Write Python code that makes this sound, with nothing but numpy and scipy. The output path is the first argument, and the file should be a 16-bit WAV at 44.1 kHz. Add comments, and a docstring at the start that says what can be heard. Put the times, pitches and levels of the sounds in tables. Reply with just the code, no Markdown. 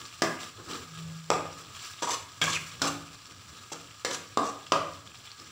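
"""A metal spoon stirs thick paste in a wide metal pot: knocks, rasping drags, short squeaks, soft smears.
Knocks are filtered bursts, drags are filtered slips, squeaks are unsteady tones, smears are dense grains.
The paste fries gently: grains fizz, short decaying sines crackle and pop.
Pot modes ring briefly, a tiled kitchen answers with dense reflections, and a low rumble lies beneath."""
import sys
import numpy as np
from scipy import signal
from scipy.fft import rfft, irfft
from scipy.io import wavfile

SR = 44100
rng = np.random.default_rng(int(sys.argv[2]) if len(sys.argv) > 2 else 0)


def wrap_up_sound(samples):
    """Save the sound to the file named by the first command line argument, as 16-bit audio."""
    columns = np.atleast_2d(samples).T
    # keep every value between -1 and 1, then stretch to whole-number steps
    tamed = np.clip(columns, -1, 1)
    steps = np.round(tamed * 32767).astype(np.int16)
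    wavfile.write(sys.argv[1], SR, steps)


N = 242991  # samples

# spoon meets pot; levels relative: t/s, hum of lowest mode/dB, boom f/Hz, boom/dB, thud/dB,
# spoon clack f/Hz, clack/dB, edge tick/dB, chatter decay constant/s
SPOON_KNOCKS = [(0.2205, -60, 359, -22, -30.5, 1930, -23, -22.5, 0.0052),
                (1.3028, -30.5, 326, -26, -20, 2350, -32, -23.5, 0.0018),
                (2.0227, -72, 365, -34, -48, 1560, -36, -28.5, 0.021),
                (2.4151, -31.5, 293, -36.5, -36.5, 2250, -23, -27, 0.0093),
                (2.8178, -34.5, 270, -29.5, -33, 1430, -26, -20.5, 0.0071),
                (2.8440, -62, 346, -61, -37, 1240, -34.5, -53, 0.002),
                (3.7191, -47, 463, -41.5, -43.5, 1500, -46, -56, 0.009),
                (4.0484, -55, 533, -28, -54, 2020, -29, -25, 0.0092),
                (4.1130, -59, 275, -38.5, -67, 1660, -42.5, -34, 0.0022),
                (4.3730, -63, 303, -24, -22.5, 1410, -35.5, -28.5, 0.0033),
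                (4.7208, -35, 296, -31, -19.5, 2670, -29.5, -23, 0.0043)]
# boom, clack around their centres: f/centre, gain/dB
BOOM_SHAPE = [(0.12, -54), (0.45, -5), (0.75, 0.5), (1, 4.5), (1.3, -4.5), (2, -5.5), (3, -20), (10, -49)]
CLACK_SHAPE = [(0.05, -23), (0.4, -15.5), (0.7, -9.5), (1, 1.5), (1.3, -13.5), (2, -14), (6, -18)]
# base thud, edge tick: f/Hz, gain/dB
THUD_SPECTRUM = [(40, -43.5), (110, -12), (250, -9.5), (450, -0.5), (720, 0), (1100, -3.5), (1350, -12),
                 (1800, -17), (4000, -31.5), (12000, -101)]
TICK_SPECTRUM = [(100, -36), (1500, -24), (2500, -2.5), (3600, 1.5), (5500, 1.5), (7600, -2), (16000, -20)]
HUM_RISE_S = 0.0085  # the lowest mode takes a few cycles to build up


def knocks():
    """The base booms and thuds, the spoon clacks and ticks, and the lowest mode hums on."""
    out = np.zeros(N)
    t = np.arange(SR) / SR
    mode_hz, _, mode_t60_s = POT_MODES[0]
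    hum = np.sin(2 * np.pi * mode_hz * t) * amp(-60 * t / mode_t60_s)
    hum *= 1 - np.exp(-t / HUM_RISE_S)
    for s, hum_db, boom_hz, boom_db, thud_db, clack_hz, clack_db, tick_db, fade_s in SPOON_KNOCKS:
        boom = amp(boom_db) * contact(centred(BOOM_SHAPE, boom_hz), chatter=0.57, fade_s=fade_s)
        thud = amp(thud_db) * contact(THUD_SPECTRUM, chatter=0.61, fade_s=fade_s)
        clack = amp(clack_db) * contact(centred(CLACK_SHAPE, clack_hz), chatter=3.8, fade_s=fade_s)
        tick = amp(tick_db) * contact(TICK_SPECTRUM, chatter=12, fade_s=fade_s)
        add(out, s, amp(hum_db) * hum)
        add(out, s, kitchen(pot(boom, ring_db=-52), wet_db=2.0, gap_s=0.0082))
        add(out, s, kitchen(pot(thud, ring_db=-57.5), wet_db=4.0, gap_s=0.005))
        add(out, s, kitchen(pot(clack, ring_db=-61), wet_db=1.5, gap_s=0.0046))
        add(out, s, kitchen(tick, wet_db=-1, gap_s=0.0087))
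    return out


def contact(spectrum, chatter, fade_s, count=1024):
    """One sharp push plus decaying noise chatter; total energy equals 5 ms at rms 1."""
    t = np.arange(count) / SR
    force = rng.standard_normal(count) * np.exp(-t / fade_s)
    force *= chatter / np.linalg.norm(force)
    force[0] += 1
    push = colour(force, spectrum)
    return push / np.linalg.norm(push) * np.sqrt(SR / 200)


# edge drags on bare metal, levels relative: t/s, length/s, rasp/dB, base groan/dB
EDGE_SCRAPES = [(2.019, 0.14, -35.5, -36.5), (2.417, 0.1457, -31.5, -35.5), (2.842, 0.049, -34, -30),
                (3.716, 0.02, -36, -38.5), (4.104, 0.0555, -34, -40), (4.429, 0.075, -39, -35.5)]
# rasp of the edge: f/Hz, gain/dB
RASP_SPECTRUM = [(100, -63), (900, 5.5), (1800, -6.5), (3000, -5.5), (5000, 0.5), (7600, 0), (16000, -11)]
# modes of the spoon's bowl: f/Hz, width/Hz, level above plain rasp/dB
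SPOON_MODES = [(1587, 27, 6), (2140, 120, 5), (2840, 98, 4), (3320, 160, 1), (5630, 280, -7),
               (6270, 230, 6.5)]
GROAN_FADE_DB, RASP_GROW_DB = -5.5, 4.5  # over a stroke, as the weight comes off the spoon
CATCH_DB, CATCH_HZ = 2.5, 35  # the edge catches and lets go
GRIT_DB, GRIT_PER_S = -5.5, 170  # coarse bits of spice caught under the edge


def scrapes():
    """Dense uneven slips ring the spoon and shake the base; the groan gives way to the rasp."""
    out = np.zeros(N)
    count = SR // 5
    for s, length_s, rasp_db, groan_db in EDGE_SCRAPES:
        u = np.clip(np.arange(count) / SR / length_s, 0, 1)  # progress of the stroke
        unevenness_db = 2.0 * wander(count, hz=144) + CATCH_DB * wander(count, hz=CATCH_HZ)
        pressure = np.sqrt(np.clip(16 * u * (1 - u), 0, 1)) * amp(unevenness_db)
        fine = grains(count, per_s=2400, spread_db=1.0) + 0.25 * rng.standard_normal(count)
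        grit = grains(count, per_s=GRIT_PER_S, spread_db=3.5)
        slips = unit(fine) + amp(GRIT_DB) * unit(grit)
        ringing = resonant(colour(slips, RASP_SPECTRUM), SPOON_MODES)
        rasp = amp(rasp_db + RASP_GROW_DB * u) * unit(walls(ringing, share=0.2))
        groan = amp(groan_db + GROAN_FADE_DB * u) * unit(colour(slips, THUD_SPECTRUM))
        add(out, s, kitchen(pot((rasp + groan) * pressure, ring_db=-58.0), wet_db=-4))
    return amp(-2.4) * out


# edge catches and sings, levels relative: t/s, length/s, start f/Hz, end f/Hz, level/dB
EDGE_SQUEAKS = [(2.021, 0.032, 946, 946, -31), (2.068, 0.038, 983, 944, -28),
                (2.118, 0.053, 1043, 1105, -36.5), (2.414, 0.024, 3446, 3330, -19.5),
                (2.417, 0.037, 1594, 1573, -25.5), (2.47, 0.038, 1102, 1070, -31),
                (2.475, 0.012, 1640, 1675, -28), (2.518, 0.06, 3856, 2240, -29),
                (2.84, 0.063, 1184, 1160, -36)]
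WAVER, WAVER_PER_OCTAVE = 0.044, 0.124  # rms share of pitch; a sliding squeak is rougher


def squeaks():
    """For a moment the slips lock into a rough, unsteady tone."""
    out = np.zeros(N)
    t = np.arange(SR // 8) / SR
    for s, length_s, start_hz, end_hz, db in EDGE_SQUEAKS:
        u = np.clip(t / length_s, 0, 1)
        waver = WAVER + WAVER_PER_OCTAVE * abs(np.log2(end_hz / start_hz))
        glide_hz = start_hz + (end_hz - start_hz) * u
        hz = glide_hz * (1 + waver * wander(len(t), hz=500))
        phase = 2 * np.pi * np.cumsum(hz) / SR
        wave = np.sin(phase) + amp(-23) * np.sin(2 * phase)
        tone = unit(wave * amp(3.5 * wander(len(t), hz=250)))
        envelope = np.sqrt(np.clip(6 * u * (1 - u), 0, 1))
        add(out, s, kitchen(amp(db) * tone * envelope, wet_db=-7.5))
    return amp(-5) * out


# spoon pushes paste onto hot metal, levels relative: deepest push t/s, build-up/s,
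# sizzle flare/dB, smear/dB
PASTE_PUSHES = [(0.029, 0.051, -46, -49), (0.44, 0.053, -42.5, -52), (0.598, 0.017, -57.5, -39),
                (0.72, 0.05, -44, -37), (0.764, 0.042, -43, -44.5), (1.0, 0.032, -46.5, -51.5),
                (1.61, 0.061, -50.5, -48), (1.862, 0.12, -42.5, -61), (2.68, 0.093, -46.5, -66),
                (3.32, 0.044, -57, -50.5), (3.57, 0.11, -53, -55), (4.23, 0.025, -56, -63),
                (5.422, 0.046, -51.5, -48.5)]
# rub of the paste: f/Hz, gain/dB
SMEAR_SPECTRUM = [(60, -23), (150, -2.5), (280, 2.5), (480, -4.5), (750, -15.5), (1500, -12), (6000, -57)]
SMEAR_RELEASE = 1.0  # in build-ups


def smear():
    """Each push rubs the paste: soft, dense grains."""
    effort = sum(amp(db) * swell(s, rise_s, SMEAR_RELEASE * rise_s) for s, rise_s, _, db in PASTE_PUSHES)
    return effort * unit(colour(grains(N, per_s=2700, spread_db=-3.0), SMEAR_SPECTRUM))


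JUDDER_S, JUDDER_RISE_S, JUDDER_FALL_S = 1.08, 0.18, 0.13
JUDDER_DB = -38.5  # relative


def judder():
    """The spoon judders once over the base: an unsteady tone on the pot's lowest mode."""
    hz = POT_MODES[0][0] * (1 + 0.03 * wander(N, hz=60))
    wave = np.sin(2 * np.pi * np.cumsum(hz) / SR)
    tone = unit(wave * amp(1.8 * wander(N, hz=30)))
    return amp(JUDDER_DB) * swell(JUDDER_S, JUDDER_RISE_S, JUDDER_FALL_S) * tone


def stirring():
    """Smear and judder, answered by the kitchen."""
    return kitchen(amp(-4.5) * (smear() + judder()), wet_db=-3.5)[:N]


# modes of the loaded pot, levels relative: f/Hz, level/dB, t60/s
POT_MODES = [(161, -8, 0.85), (283, -5, 0.7), (335, -2, 0.45), (468, -6, 0.4), (648, -4, 0.3),
             (743, -1, 0.3), (969, -3, 0.3), (1043, -2, 0.35), (1140, -3, 0.3), (1214, 0, 0.4),
             (1588, -6, 0.35), (1755, -6, 0.4), (2484, -8, 0.5), (3358, -8, 0.3)]


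def pot(x, ring_db):
    """The push plus the short ring of the pot; each contact point favours other modes."""
    t = np.arange(SR * 3 // 4) / SR
    shares = rng.uniform(1 / 2, 1, len(POT_MODES))
    ring = np.zeros(len(t))
    for share, (hz, db, t60_s) in zip(shares, POT_MODES):
        ring += share * amp(db - 60 * t / t60_s) * np.cos(2 * np.pi * hz * t)
    ring *= amp(ring_db)
    ring[0] += 1
    return signal.fftconvolve(x, ring)


def walls(x, share, count=5):
    """A few echoes within 3 ms from the pot's wall colour each contact differently."""
    taps = np.zeros(SR * 3 // 1000)
    taps[rng.integers(len(taps) // 8, len(taps), count)] = share * rng.choice([-1, 1], count)
    taps[0] = 1
    return np.convolve(x, taps / np.linalg.norm(taps))[:len(x)]


# larger bubbles burst, levels relative: t/s, level/dB, f/Hz
BUBBLE_POPS = [(0.0617, -22.5, 5600), (0.734, -19, 4100), (0.9897, -29, 3160), (1.751, -27.5, 3270),
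               (3.257, -27, 5700), (4.6672, -26.5, 3290), (5.0744, -29, 3430), (5.1179, -32.5, 2707),
               (5.274, -27, 3130), (5.3167, -22, 4700), (5.3992, -23.5, 5000)]
# fine fizz: f/Hz, gain/dB
SIZZLE_SPECTRUM = [(100, -42), (850, -6), (1200, 4.5), (2050, -1.5), (2900, -1.5), (4500, 3.5), (7600, 4.5),
                   (12000, -1), (15500, 2)]
SIZZLE_DB, DRYING_DB_PER_S = -50.5, -0.28  # relative; the steady frying sinks as the paste dries
FLARE_RELEASE = 0.85  # in build-ups


def frying(count=24):
    """Fine fizz, clumps of small bubbles of many pitches, single larger pops; each push makes it flare."""
    steady = amp(SIZZLE_DB + DRYING_DB_PER_S * np.arange(N) / SR)
    flares = sum(amp(db) * swell(s, rise_s, FLARE_RELEASE * rise_s) for s, rise_s, db, _ in PASTE_PUSHES)
    level = np.hypot(steady, flares) * amp(1.46 * wander(N, hz=25.8))
    fizz = unit(colour(grains(N, per_s=5000, spread_db=2.5), SIZZLE_SPECTRUM))
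    crackle = np.zeros(N)
    for hz in np.geomspace(2700, 5900, count):
        bursts = grains(N, per_s=45, spread_db=2.8) * amp(3.5 * wander(N, hz=14))
        crackle += signal.oaconvolve(bursts, walls(bubble(hz, cycles=1.9), share=0.38))[:N]
    out = level * (amp(0.5) * fizz + amp(-4) * unit(crackle))
    for s, db, hz in BUBBLE_POPS:
        add(out, s, amp(db - 2.5) * walls(bubble(hz, cycles=2.1), share=0.45))
    return kitchen(out, wet_db=-7.0)[:N]


def bubble(hz, cycles):
    """A bubble bursts at once and rings for a few cycles."""
    turns = np.arange(512) / SR * hz
    return np.sin(2 * np.pi * turns) * np.exp(-turns / cycles)


# low background: f/Hz, gain/dB
RUMBLE_SPECTRUM = [(20, -20), (45, -21), (75, -4.5), (105, 3), (150, -8.5), (250, -15.5), (600, -21),
                   (3000, -33.5)]
RUMBLE_DB = -57.5  # steady part, before its wander
ROCK_DB, ROCK_RISE_S, ROCK_FALL_S = -17, 0.055, 0.32  # the pot rocks on the stove; dB relative to its hum
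JUDDER_ROCK_DB, JUDDER_ROCK_S = -52.5, 0.62  # level, build-up of the rocking that leads into the judder


def rumble():
    """Low, restless noise that swells whenever the spoon sets the pot rocking on the stove."""
    rocking = amp(JUDDER_ROCK_DB) * swell(JUDDER_S, JUDDER_ROCK_S, JUDDER_FALL_S)
    for s, hum_db, *_ in SPOON_KNOCKS:
        rocking += amp(hum_db + ROCK_DB) * swell(s + ROCK_RISE_S, ROCK_RISE_S, ROCK_FALL_S)
    noise = unit(colour(rng.standard_normal(N), RUMBLE_SPECTRUM))
    return np.hypot(amp(RUMBLE_DB), rocking) * noise * amp(2.6 * wander(N, hz=8))


# decay of the tiled room: f/Hz, t60/s
KITCHEN_DECAY = [(100, 0.71), (320, 0.52), (900, 0.49), (2200, 0.58), (6000, 0.34), (15000, 0.62)]


def kitchen(x, wet_db, gap_s=0.0015):
    """The sound plus dense reflections from tiles, each band dying at its own speed."""
    count = SR * 3 // 4
    taps = rng.choice([-1., 1.], count) * (rng.random(count) < 1 / 8)
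    hz, t, bands = signal.stft(taps, SR, nperseg=256)
    decay = amp(-60 * t / read(KITCHEN_DECAY, hz)[:, None])
    tail = signal.istft(bands * decay, SR, nperseg=256)[1]
    tail *= np.clip(np.arange(len(tail)) / SR / gap_s - 1 / 2, 0, 1)  # fades in around the gap
    tail *= amp(wet_db) / np.linalg.norm(tail)
    tail[0] = 1
    return signal.fftconvolve(x, tail)


def amp(db):
    """Decibels to gain."""
    return 10 ** (np.asarray(db) / 20)


def unit(x):
    """Scales to rms 1."""
    return x / np.sqrt(np.mean(x ** 2) + 1e-20)


def read(points, hz):
    """Reads a table on a log-frequency axis."""
    f, value = np.transpose(points)
    return np.interp(np.log(hz + 1), np.log(f + 1), value)


def add(mix, s, sound):
    """Mixes a sound in at time s."""
    part = mix[max(round(s * SR), 0):][:len(sound)]
    part += sound[:len(part)]


def colour(x, points, size=4096):
    """Causal minimum-phase filter with the given spectrum."""
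    log_gain = np.log(amp(read(points, abs(np.fft.fftfreq(size, 1 / SR)))))
    taps = np.fft.ifft(np.exp(np.conj(signal.hilbert(log_gain)))).real
    return signal.oaconvolve(x, taps[:size // 2])[:len(x)]


def centred(shape, hz):
    """Places a spectrum at a centre frequency."""
    return np.array(shape) * [hz, 1]


def resonant(x, peaks):
    """The sound plus a few resonances."""
    return x + sum(amp(db) * signal.lfilter(*signal.iirpeak(hz, hz / width_hz, SR), x)
                   for hz, width_hz, db in peaks)


def wander(count, hz):
    """Random drift of about rms 1, rolling off above the given rate."""
    padded = count + SR // 4
    f = np.fft.rfftfreq(padded, 1 / SR)
    spectrum = rfft(rng.standard_normal(padded)) / (1 + (f / hz) ** 4)
    return unit(irfft(spectrum))[:count]


def grains(count, per_s, spread_db):
    """Random clicks of either sign; a positive spread makes a few large, a negative one a few small."""
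    hits = rng.random(count) < per_s / SR
    sizes = amp(spread_db * np.minimum(rng.exponential(1, count), 4))
    return hits * rng.choice([-1, 1], count) * sizes


def swell(s, rise_s, fall_s):
    """A rounded build-up to gain 1 at time s, then an exponential decay."""
    t = np.arange(N) / SR - s
    return np.exp(-(np.minimum(t, 0) / rise_s) ** 2 - np.maximum(t, 0) / fall_s)


# air resonances of the open pot: f/Hz, width/Hz, level above direct path/dB
POT_AIR = [(1228, 151, 9), (1634, 34, 4.5), (2520, 560, -7), (5770, 130, -5)]


def scene():
    """The air in the pot colours all that sounds inside it; both channels hear the same."""
    inside = knocks() + scrapes() + squeaks() + stirring() + frying()
    sound = amp(-1.5) * resonant(inside, POT_AIR) + rumble()
    return np.array([sound, sound])


# microphone response: f/Hz, gain/dB
MICROPHONE_RESPONSE = [(20, -2), (6000, 0), (6600, -6.5), (7200, 3.5), (7800, 0), (8600, -8),
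                       (11000, -11.5), (13700, -18.5), (15000, -6.5), (16000, -13)]
EDGE_HZ = 15800


def record(dry):
    """Microphone colour and faint self-noise, then the band limit."""
    heard = np.array([colour(channel, MICROPHONE_RESPONSE) for channel in dry])
    heard += amp(-82.5) * rng.standard_normal(dry.shape)
    lowpass = signal.firwin(511, EDGE_HZ, window=("kaiser", 9), fs=SR)
    return signal.oaconvolve(heard, lowpass[None], "same")


dry = scene()
out = record(dry)
wrap_up_sound(out)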